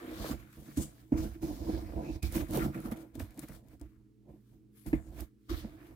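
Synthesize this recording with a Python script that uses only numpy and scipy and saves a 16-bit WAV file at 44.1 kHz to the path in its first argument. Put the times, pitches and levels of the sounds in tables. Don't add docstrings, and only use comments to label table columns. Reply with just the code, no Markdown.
import sys
import numpy as np
from scipy import signal
from scipy.fft import rfft, irfft
from scipy.io import wavfile
from scipy.ndimage import uniform_filter1d, map_coordinates

SR = 44100
rng = np.random.default_rng(int(sys.argv[2]) if len(sys.argv) > 2 else 0)


def volts_from_db(level):
    exponent = np.asarray(level, float) / 20
    return 10 ** exponent


def wav_out(sig):
    wavfile.write(sys.argv[1], SR, np.round(np.clip(np.atleast_2d(sig).T, -1, 1) * 32767).astype(np.int16))


N = 262395
T = np.arange(N) / SR

# mode_hz, width_hz, relative_db
LID_MODES = [(143.7, 16.6, -5.5), (208.3, 44, -9), (257.5, 33.7, -2), (320, 47.6, 9.5), (475.7, 74, -0.5),
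             (563.5, 83, -1.5), (656.5, 51, 0.5), (723.5, 70, -2.5), (857, 159, -9.5), (1014, 120, -9.5)]
# mode_hz, width_hz, relative_db
PANEL_MODES = [(47.5, 18, -4), (65.4, 22, -5), (92.5, 36.5, -11)]
# mode_hz, width_hz, relative_db
CARD_MODES = [(1168, 300, -1), (1366, 232, -3.5), (1717, 560, -2.5), (2100, 290, -1), (2264, 820, -5)]


def curve(rows):
    time_s, *columns = np.transpose(rows)
    return [np.interp(T, time_s, column) for column in columns]


def evened(x):
    return x / np.sqrt(np.mean(x ** 2) + 1e-20)


def colour(x, points):
    point_hz, db = np.transpose(points)
    hz = np.fft.rfftfreq(x.shape[-1], 1 / SR)
    gain = volts_from_db(np.interp(np.log(hz + 1), np.log(point_hz + 1), db))
    return irfft(rfft(x) * gain, x.shape[-1])


def ring(x, modes, pitch=1, slower=1):
    out = 0
    for k, (hz, width_hz, db) in enumerate(modes):
        r = np.exp(-np.pi * width_hz / slower / SR)
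        pole = [1, -r * np.exp(2j * np.pi * hz * pitch / SR)]
        once = signal.lfilter([1 - r], pole, x)
        twice = signal.lfilter([1 - r], pole, once).real
        out = out + (-1) ** k * volts_from_db(db) * twice
    return out


def band(x, hz, width_hz):
    turn = np.exp(2j * np.pi * np.cumsum(hz) / SR)
    r = np.exp(-np.pi * width_hz / SR)
    once = signal.lfilter([1 - r], [1, -r], x / turn)
    return (turn * signal.lfilter([1 - r], [1, -r], once)).real


def accent(x, rows, width_hz):
    bumps = sum(volts_from_db(db) * np.exp(-((T - mid_s) / half_s) ** 2) for mid_s, half_s, hz, db in rows)
    centre_hz = np.interp(T, [row[0] for row in rows], [row[2] for row in rows])
    return x + bumps * evened(band(x, centre_hz, width_hz))


def add(mix, start_s, sound):
    part = mix[..., round(start_s * SR):][..., :sound.shape[-1]]
    part += sound[..., :part.shape[-1]]


def friction(per_s, spread_db, clump_ms, clump_db):
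    clicks = (rng.random(N) < per_s / SR) * rng.standard_normal(N)
    sizes = volts_from_db(spread_db * np.minimum(rng.exponential(1, N), 4))
    clump_len = max(round(clump_ms * SR / 1000), 2)
    clumps = evened(uniform_filter1d(rng.standard_normal(N), clump_len))
    return clicks * sizes * volts_from_db(clump_db * clumps)


def patchy(x, patch_db):
    z = signal.stft(x, nperseg=512)[2]
    patches = uniform_filter1d(rng.standard_normal(z.shape), 14, 0)
    patches = uniform_filter1d(patches, 12, 1)
    return signal.istft(z * volts_from_db(patch_db * evened(patches)), nperseg=512)[1][:N]


def swells(rows):
    quickest_ms = 4
    peak_s, rise_ms, fall_ms, *levels = np.transpose(rows)[..., None]
    coarse_s = T[::32]
    late_ms = (coarse_s - peak_s) * 1000
    slope_ms = np.hypot(np.where(late_ms < 0, rise_ms, fall_ms), quickest_ms)
    shape_db = -20 * abs(late_ms) / slope_ms
    return [np.interp(T, coarse_s, np.sqrt((volts_from_db(db + shape_db) ** 2).sum(0))) for db in levels]


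def pair(x, other, same, pan_db, lag=1):
    # time_s, delay_ms
    left_delay = [(0, -.3), (.45, -.3), (.7, .4), (2.9, .35), (3.2, 0), (4.6, .1), (4.75, -.4), (5, -.3),
                  (5.3, .23), (5.95, .23)]
    same = np.clip(same, 0, 1)
    delay = lag * curve(left_delay)[0] * SR / 1000
    left = map_coordinates(x, [np.arange(N) - delay], order=3)
    right = same * x + np.sqrt(1 - same ** 2) * other
    return np.array([left, right]) * volts_from_db(np.outer([.5, -.5], pan_db * np.ones(N)))


def room():
    # point_hz, relative_db_per_hz
    murmur_spectrum = [(15, -84), (25, -63), (49, -14), (90, -32), (124, 0.5), (167, -33), (197, -7.5),
                       (273, -12.5), (313, -6.5), (389, -19), (433, -17.5), (584, -39), (16500, -51)]
    # partial_hz, base_db
    hum_partials = [(59.2, -73), (118.4, -65.5), (209.9, -69.5), (269.2, -76), (317.6, -74.5), (430.7, -84)]
    a, b = colour(rng.standard_normal((2, N)), murmur_spectrum)
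    waver = evened(uniform_filter1d(rng.standard_normal((len(hum_partials), N)), 6000))
    hum = sum(volts_from_db(db + 3.0 + 1.6 * w) * np.sin(2 * np.pi * hz * T)
              for (hz, db), w in zip(hum_partials, waver))
    murmur = evened(np.array([0.53 * a + 0.14 * b, a - 0.89 * b]))
    return volts_from_db(-66.5) * murmur + hum


def walls(x):
    t = T[:SR // 3]
    taps = (rng.random((2, len(t))) < 2000 / SR) * rng.standard_normal((2, len(t)))
    taps = taps * volts_from_db(-60 * t / 0.15) * (t > .004)
    taps = taps / np.linalg.norm(taps, axis=1)[:, None]
    return signal.fftconvolve(x, taps, axes=1)[:, :N]


def ticks():
    # start_s, peak_db, centre_hz, t60_s, left_over_right_db
    creases = [(0.5278, -56, 12200, .011, 16.5), (0.7736, -35, 8200, .0068, -1),
               (1.1203, -57, 3150, .015, 1), (1.1736, -47, 5680, .008, 9), (1.4255, -69, 14000, 0.0089, 1),
               (2.229, -34, 6340, 0.013, -12), (2.3235, -33.5, 10300, .008, -10),
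               (2.365, -33, 12100, .0087, -9), (2.4016, -45, 4610, .008, -1),
               (2.487, -48, 11900, 0.0089, -7), (2.509, -39, 12800, .0086, -11),
               (2.5355, -37, 4220, .0072, 1), (2.561, -46, 3600, .0069, 8),
               (2.5722, -29.5, 12000, .01, -11), (2.8026, -43.5, 13900, 0.0073, -1),
               (2.914, -40, 12400, .008, 3), (2.9266, -43, 12200, .0092, -2), (2.974, -50, 12000, .008, 6),
               (3.1532, -45.5, 7300, 0.016, 21.5), (3.1976, -41, 3270, 0.013, 12),
               (3.244, -55, 11500, .008, -1.5), (3.307, -54, 12600, 0.0087, 1),
               (3.344, -56, 10700, 0.0087, 1), (3.3758, -47, 7870, .008, 4.5),
               (3.393, -36.5, 11200, 0.019, 15.5), (3.486, -43.5, 10900, 0.01, 5),
               (3.685, -60, 10400, 0.0071, 21), (3.7973, -61, 10300, .008, 20.5),
               (3.8136, -53.5, 8460, .0095, 24), (4.864, -49, 11100, 0.0059, 27),
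               (4.887, -43, 13400, 0.011, 11), (4.931, -50, 4270, .008, 10),
               (5.2066, -33, 11500, 0.0064, 0), (5.494, -51, 3570, .008, -3)]
    t, out = T[:SR // 8], np.zeros((2, N))
    noises = rng.standard_normal((len(creases), 2, len(t)))
    for (start_s, db, hz, t60_s, pan_db), noise in zip(creases, noises):
        noise = noise[0] + [[0], [.6]] * noise[1]
        noise = colour(noise, [(600, -22), (hz / 2, -5), (hz, 0), (15800, -5), (16600, -30)])
        tail = volts_from_db(-20.5 - 60 * t / 0.087)
        snap = noise * (volts_from_db(-60 * t / max(t60_s, .003)) + tail)
        add(out, start_s, snap / abs(snap).max() * volts_from_db(db + np.array([[.5], [-.5]]) * pan_db))
    return out


def knocks():
    # time_s, drum_peak_db, upper_peak_db, slap_db, drum_pitch_hz (300 leaves the modes unshifted)
    blows = [(0.242, -42, -32.5, -48, 373), (0.307, -30, -45, -69, 267), (0.773, -22, -45, -56, 272),
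             (1.121, -16, -33, -57, 268), (1.428, -40, -68, -67, 308), (1.934, -41, -45.5, -61, 252),
             (2.03, -35, -46.5, -70, 307), (2.23, -32.5, -56, -63, 296), (2.352, -33, -49, -43, 308),
             (2.491, -34.5, -52, -74, 216), (2.756, -38, -62, -62, 237), (2.852, -32.5, -59, -63, 224),
             (2.919, -29.5, -39, -52, 215), (3.154, -38.5, -50, -65, 259), (3.201, -34.5, -41, -48.5, 247),
             (3.382, -36.5, -60, -58, 289), (3.434, -36.5, -52, -54.5, 289), (3.491, -45, -49, -60, 224),
             (3.811, -42, -53, -87, 280), (4.288, -52, -62, -84, 320), (4.858, -43, -49, -65, 282),
             (4.931, -16.5, -33, -37, 292), (5.51, -30, -56, -63, 324), (5.645, -34.5, -45, -69, 211)]
    panel_under_drum_db, ring_time, slap_hz = 17.5, 0.76, 2280
    t, out = T[:SR // 4], np.zeros(N)
    soft = np.exp(-((t - .001) / 0.00088) ** 2)
    hard = np.exp(-((t - .001) / 0.000077) ** 2)
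    rattles = rng.standard_normal((len(blows), len(t)))
    for (time_s, db, upper_db, slap_db, hz), rattle in zip(blows, rattles):
        drum = ring(soft, LID_MODES[:4], hz / 300, ring_time)
        upper = ring(hard, LID_MODES[4:], 0.92, 1.6 * ring_time)
        panel = ring(soft, PANEL_MODES, 1, 0.67)
        levels_db = db, upper_db, db - panel_under_drum_db
        tone = sum(volts_from_db(level) * r / abs(r).max() for level, r in zip(levels_db, (drum, upper, panel)))
        slap = evened(band(ring(rattle, CARD_MODES), slap_hz + 0 * t, 1000))
        slap = slap * volts_from_db(slap_db - 60 * t / 0.047) * (1 - np.exp(-t / 0.0014))
        add(out, time_s - .002, tone + slap)
    return pair(out, 0, 1.0, -2.4, 0.71)


def slide():
    # peak_s, rise_ms, fall_ms, scrape_db, hiss_db
    strokes = [(0.0, 20.0, 500.0, -54.5, -66.5), (0.261, 172, 121, -53, -50.5),
               (0.321, 349.0, 39, -47.5, -49.5), (0.404, 125.0, 105, -61.5, -66.5),
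               (0.533, 31.0, 425.0, -69.5, -65), (0.706, 499.0, 527.0, -66, -63.5),
               (0.772, 11, 74, -52.5, -48.5), (0.827, 68, 57.0, -57.5, -48.5),
               (1.015, 736.0, 74.0, -72.5, -69.5), (1.125, 8.0, 180.0, -56, -67.5),
               (1.179, 20, 193.0, -57, -54.5), (1.241, 79, 89, -57, -53.5), (1.355, 84.0, 39.0, -65, -68),
               (1.425, 16, 505, -61, -56), (1.714, 236, 357.0, -58.5, -59.5),
               (1.969, 550.0, 188.0, -65, -68.5), (2.049, 48.0, 114.0, -66, -70),
               (2.098, 64.0, 29.0, -67, -76), (2.158, 324.0, 47, -63.4, -63.5),
               (2.227, -1, 138.0, -50.5, -48), (2.325, 15.0, 50.0, -58, -56), (2.355, 44, 85, -44.5, -41),
               (2.411, 80, 51, -50, -52), (2.555, 69, 124.0, -43.0, -42), (2.648, 133, 66, -51, -50),
               (2.748, 34, 276.0, -56, -58), (2.858, 39.0, 63, -56, -57), (2.92, 9, 27, -48, -52),
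               (2.971, 44, 83, -61, -62.5), (3.016, 45, 50.0, -64.5, -61.5), (3.15, 12, 90.0, -66.5, -62.5),
               (3.196, 3, 80, -49, -50), (3.311, 100.0, 68.0, -67.5, -74), (3.393, 37.0, 47.0, -60.5, -61),
               (3.434, 37, 40, -53, -55), (3.485, 18, 90.0, -60, -63), (3.552, 340.0, 69.0, -69, -61),
               (3.734, 167, 75.0, -75, -70.5), (3.804, 12.0, 230, -71, -73.5),
               (4.295, 52.0, 273, -80, -80.1), (4.532, 281.0, 124.0, -84, -78.5),
               (4.771, 46, 202, -72, -68), (4.87, 19, 126, -61, -58), (4.936, 11, 76, -52.5, -62),
               (5.089, 98.0, 68.0, -74, -71.5), (5.207, 92, 56, -57, -54), (5.496, 6.5, 215, -50.5, -54.5),
               (5.594, 117, 68, -63, -57.5), (5.873, 321, 190.0, -62.5, -68.5)]
    # time_s, left_over_right_db
    slide_pan = [(0.0, 0), (0.18, 2.5), (2.9, 0), (3.17, 10), (3.2, 1.5), (3.78, 2.5), (3.79, 1),
                 (3.89, 4.5), (4.66, 2), (4.86, 8), (4.96, 9.5), (5.05, 7), (5.19, 0), (5.95, 2)]
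    # middle_s, half_length_s, centre_hz, over_scrape_db
    squeaks = [(0.467, 0.044, 1480, -5), (1.28, 0.059, 1500, -5.5), (2.082, 0.049, 2580, 5),
               (2.24, 0.051, 2490, 6.5), (2.634, 0.054, 1320, -5), (2.8, 0.15, 1350, -5),
               (3.026, 0.049, 1350, -5), (4.965, .04, 2100, -6), (5.518, 0.061, 1270, -9)]
    # middle_s, half_length_s, centre_hz, over_hiss_db
    sheens = [(0.13, 0.2, 3330, -4.5), (0.85, 0.072, 7940, 3.5), (1.177, 0.062, 5950, -3),
              (1.6, 0.29, 5300, -4.5), (1.772, 0.046, 4400, -8), (2.095, .1, 5360, 2),
              (2.263, 0.018, 4200, -4), (2.89, .06, 11700, -5.5), (4.81, 0.08, 11300, 1),
              (5.037, 0.049, 7900, 3), (5.51, 0.021, 3660, -1.5), (5.608, 0.13, 3930, -0.5)]
    # point_hz, relative_db_per_hz
    hiss_spectrum = [(1530, -19.5), (2600, -10.5), (2830, -0.5), (3570, 1), (5650, -2), (8590, -1),
                     (12200, 1), (15100, 3.5), (16100, -7.5), (16600, -49)]
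    dull, fine = swells(strokes)
    pan_db = curve(slide_pan)[0]
    scrape = [evened(patchy(ring(friction(2500, 2.6, 11, 0.52), CARD_MODES), 3.24)) for _ in "ab"]
    scrape = [accent(x, squeaks, 400) * dull for x in scrape]
    hiss = [evened(colour(patchy(friction(9000, 0.49, 18, 0.75), 1.58), hiss_spectrum)) for _ in "ab"]
    hiss = [accent(x, sheens, 3900) * fine for x in hiss]
    return pair(*scrape, 0.19, pan_db) + pair(*hiss, 0.11, pan_db)


def body():
    # peak_s, rise_ms, fall_ms, drum_db, flex_db
    presses = [(0.0, 20, 450, -42, -68), (0.22, 164, 24, -51, -43.5), (0.34, 177, 33, -37.0, -42.5),
               (0.407, 349, 106, -57, -51.5), (0.573, 10, 743, -55.5, -73), (0.589, 54, 152, -71, -56),
               (0.785, 22, 104, -41.5, -34.5), (1.135, 8, 180, -38, -31.0), (1.197, 50, 73, -37.5, -35.5),
               (1.253, 80, 47, -33.5, -35), (1.362, 17, 65, -50.5, -72), (1.432, 19.5, 122, -34.5, -45.0),
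               (1.507, 78, 76, -36.5, -43), (1.7, 96, 35, -33.5, -51.6), (1.78, 339, 56, -41, -38),
               (1.882, 532, 237, -47.5, -40.4), (1.967, 40, 194, -40, -40), (2.108, 167, 32, -40, -70.0),
               (2.164, 140, 45, -48.4, -39), (2.235, 8, 100, -44.5, -35), (2.245, 25, 350, -70.0, -38.5),
               (2.33, 22, 42, -44.5, -43), (2.359, 28, 87, -36, -33), (2.435, 122, 25, -38, -35.5),
               (2.505, 26, 129, -42, -41.5), (2.578, 76, 76, -26.5, -64), (2.661, 138, 75, -33.0, -36.5),
               (2.769, 42, 68, -39.5, -48), (2.882, 90, 147, -44.5, -45.5), (3.031, 285, 54, -49, -64),
               (3.202, 62, 110, -45, -40), (3.383, 75, 91, -55, -58), (3.435, 10, 20, -44.5, -55.6),
               (3.504, 22, 135, -53, -47), (3.752, 179, 26, -53, -59), (3.823, 11, 55, -48.5, -36.5),
               (4.001, 631, 71, -72.2, -62), (4.302, 62, 90, -49, -60), (4.518, 33, 306, -64, -63.5),
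               (4.87, 16, 120, -49.5, -40), (4.945, 9, 76, -43, -30), (5.089, 75, 163, -58.5, -44.9),
               (5.227, 140, 28, -41.5, -38.5), (5.5, 11, 174, -40, -39), (5.545, 20, 66, -47, -31),
               (5.636, 3, 403, -50, -50), (5.911, 167, 83, -51.5, -58)]
    # time_s, deep_over_drum_db, upper_over_drum_db
    grip = [(0, -16.5, -12), (.24, -1, -4), (.33, -6, -10.5), (.6, -1, -10), (.85, 2, -8),
            (1.2, -5.5, -12.5), (1.5, -7, -11), (2, -2, -7), (2.1, -8, -6), (2.25, 2, -6.5),
            (2.4, -3.5, -10), (2.63, -0.5, -9.5), (2.72, 2.5, -10.5), (2.87, 2, -2.5), (3.05, -9.5, -8.5),
            (3.55, 3.5, -2.5), (3.75, -12, -13), (4.3, -6.5, -11.5), (4.6, -2, -17), (4.95, 4, -2.5),
            (5.2, -10, -10), (5.55, -13, -13.5), (5.65, -10, -9), (5.95, -22, -12.5)]
    press, bend = swells(presses)
    deep_db, upper_db = curve(grip)
    rubs = [friction(2500, 2.2, 27, 2.4) for _ in "ab"]
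    deep = [evened(ring(rub, LID_MODES[:2])) * press * volts_from_db(deep_db) for rub in rubs]
    drum = [evened(ring(rub, LID_MODES[2:4])) * press for rub in rubs]
    upper = [evened(patchy(ring(rub, LID_MODES[4:]), 2.34)) * press * volts_from_db(upper_db) for rub in rubs]
    flex = [evened(ring(friction(400, 3.5, 24, 1.1), PANEL_MODES)) * bend for _ in "ab"]
    drumming = pair(*deep, 0.98, -2.0, 1.0) + pair(*drum, 1.0, -2.9, 0.63) + pair(*upper, 0.43, -2.6, 0.91)
    return drumming + pair(*flex, 0.87, -7.0)


def scene():
    lid = body() + slide() + knocks() + ticks()
    return lid + volts_from_db(-17.5) * walls(lid) + room()


def low_pass(x):
    return signal.sosfilt(signal.butter(12, 16960, fs=SR, output="sos"), x)


def record(dry):
    high_pass = signal.butter(3, 37, "high", fs=SR, output="sos")
    mix = signal.sosfilt(high_pass, dry)
    return low_pass(mix)


dry = scene()
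out = record(dry)
wav_out(out)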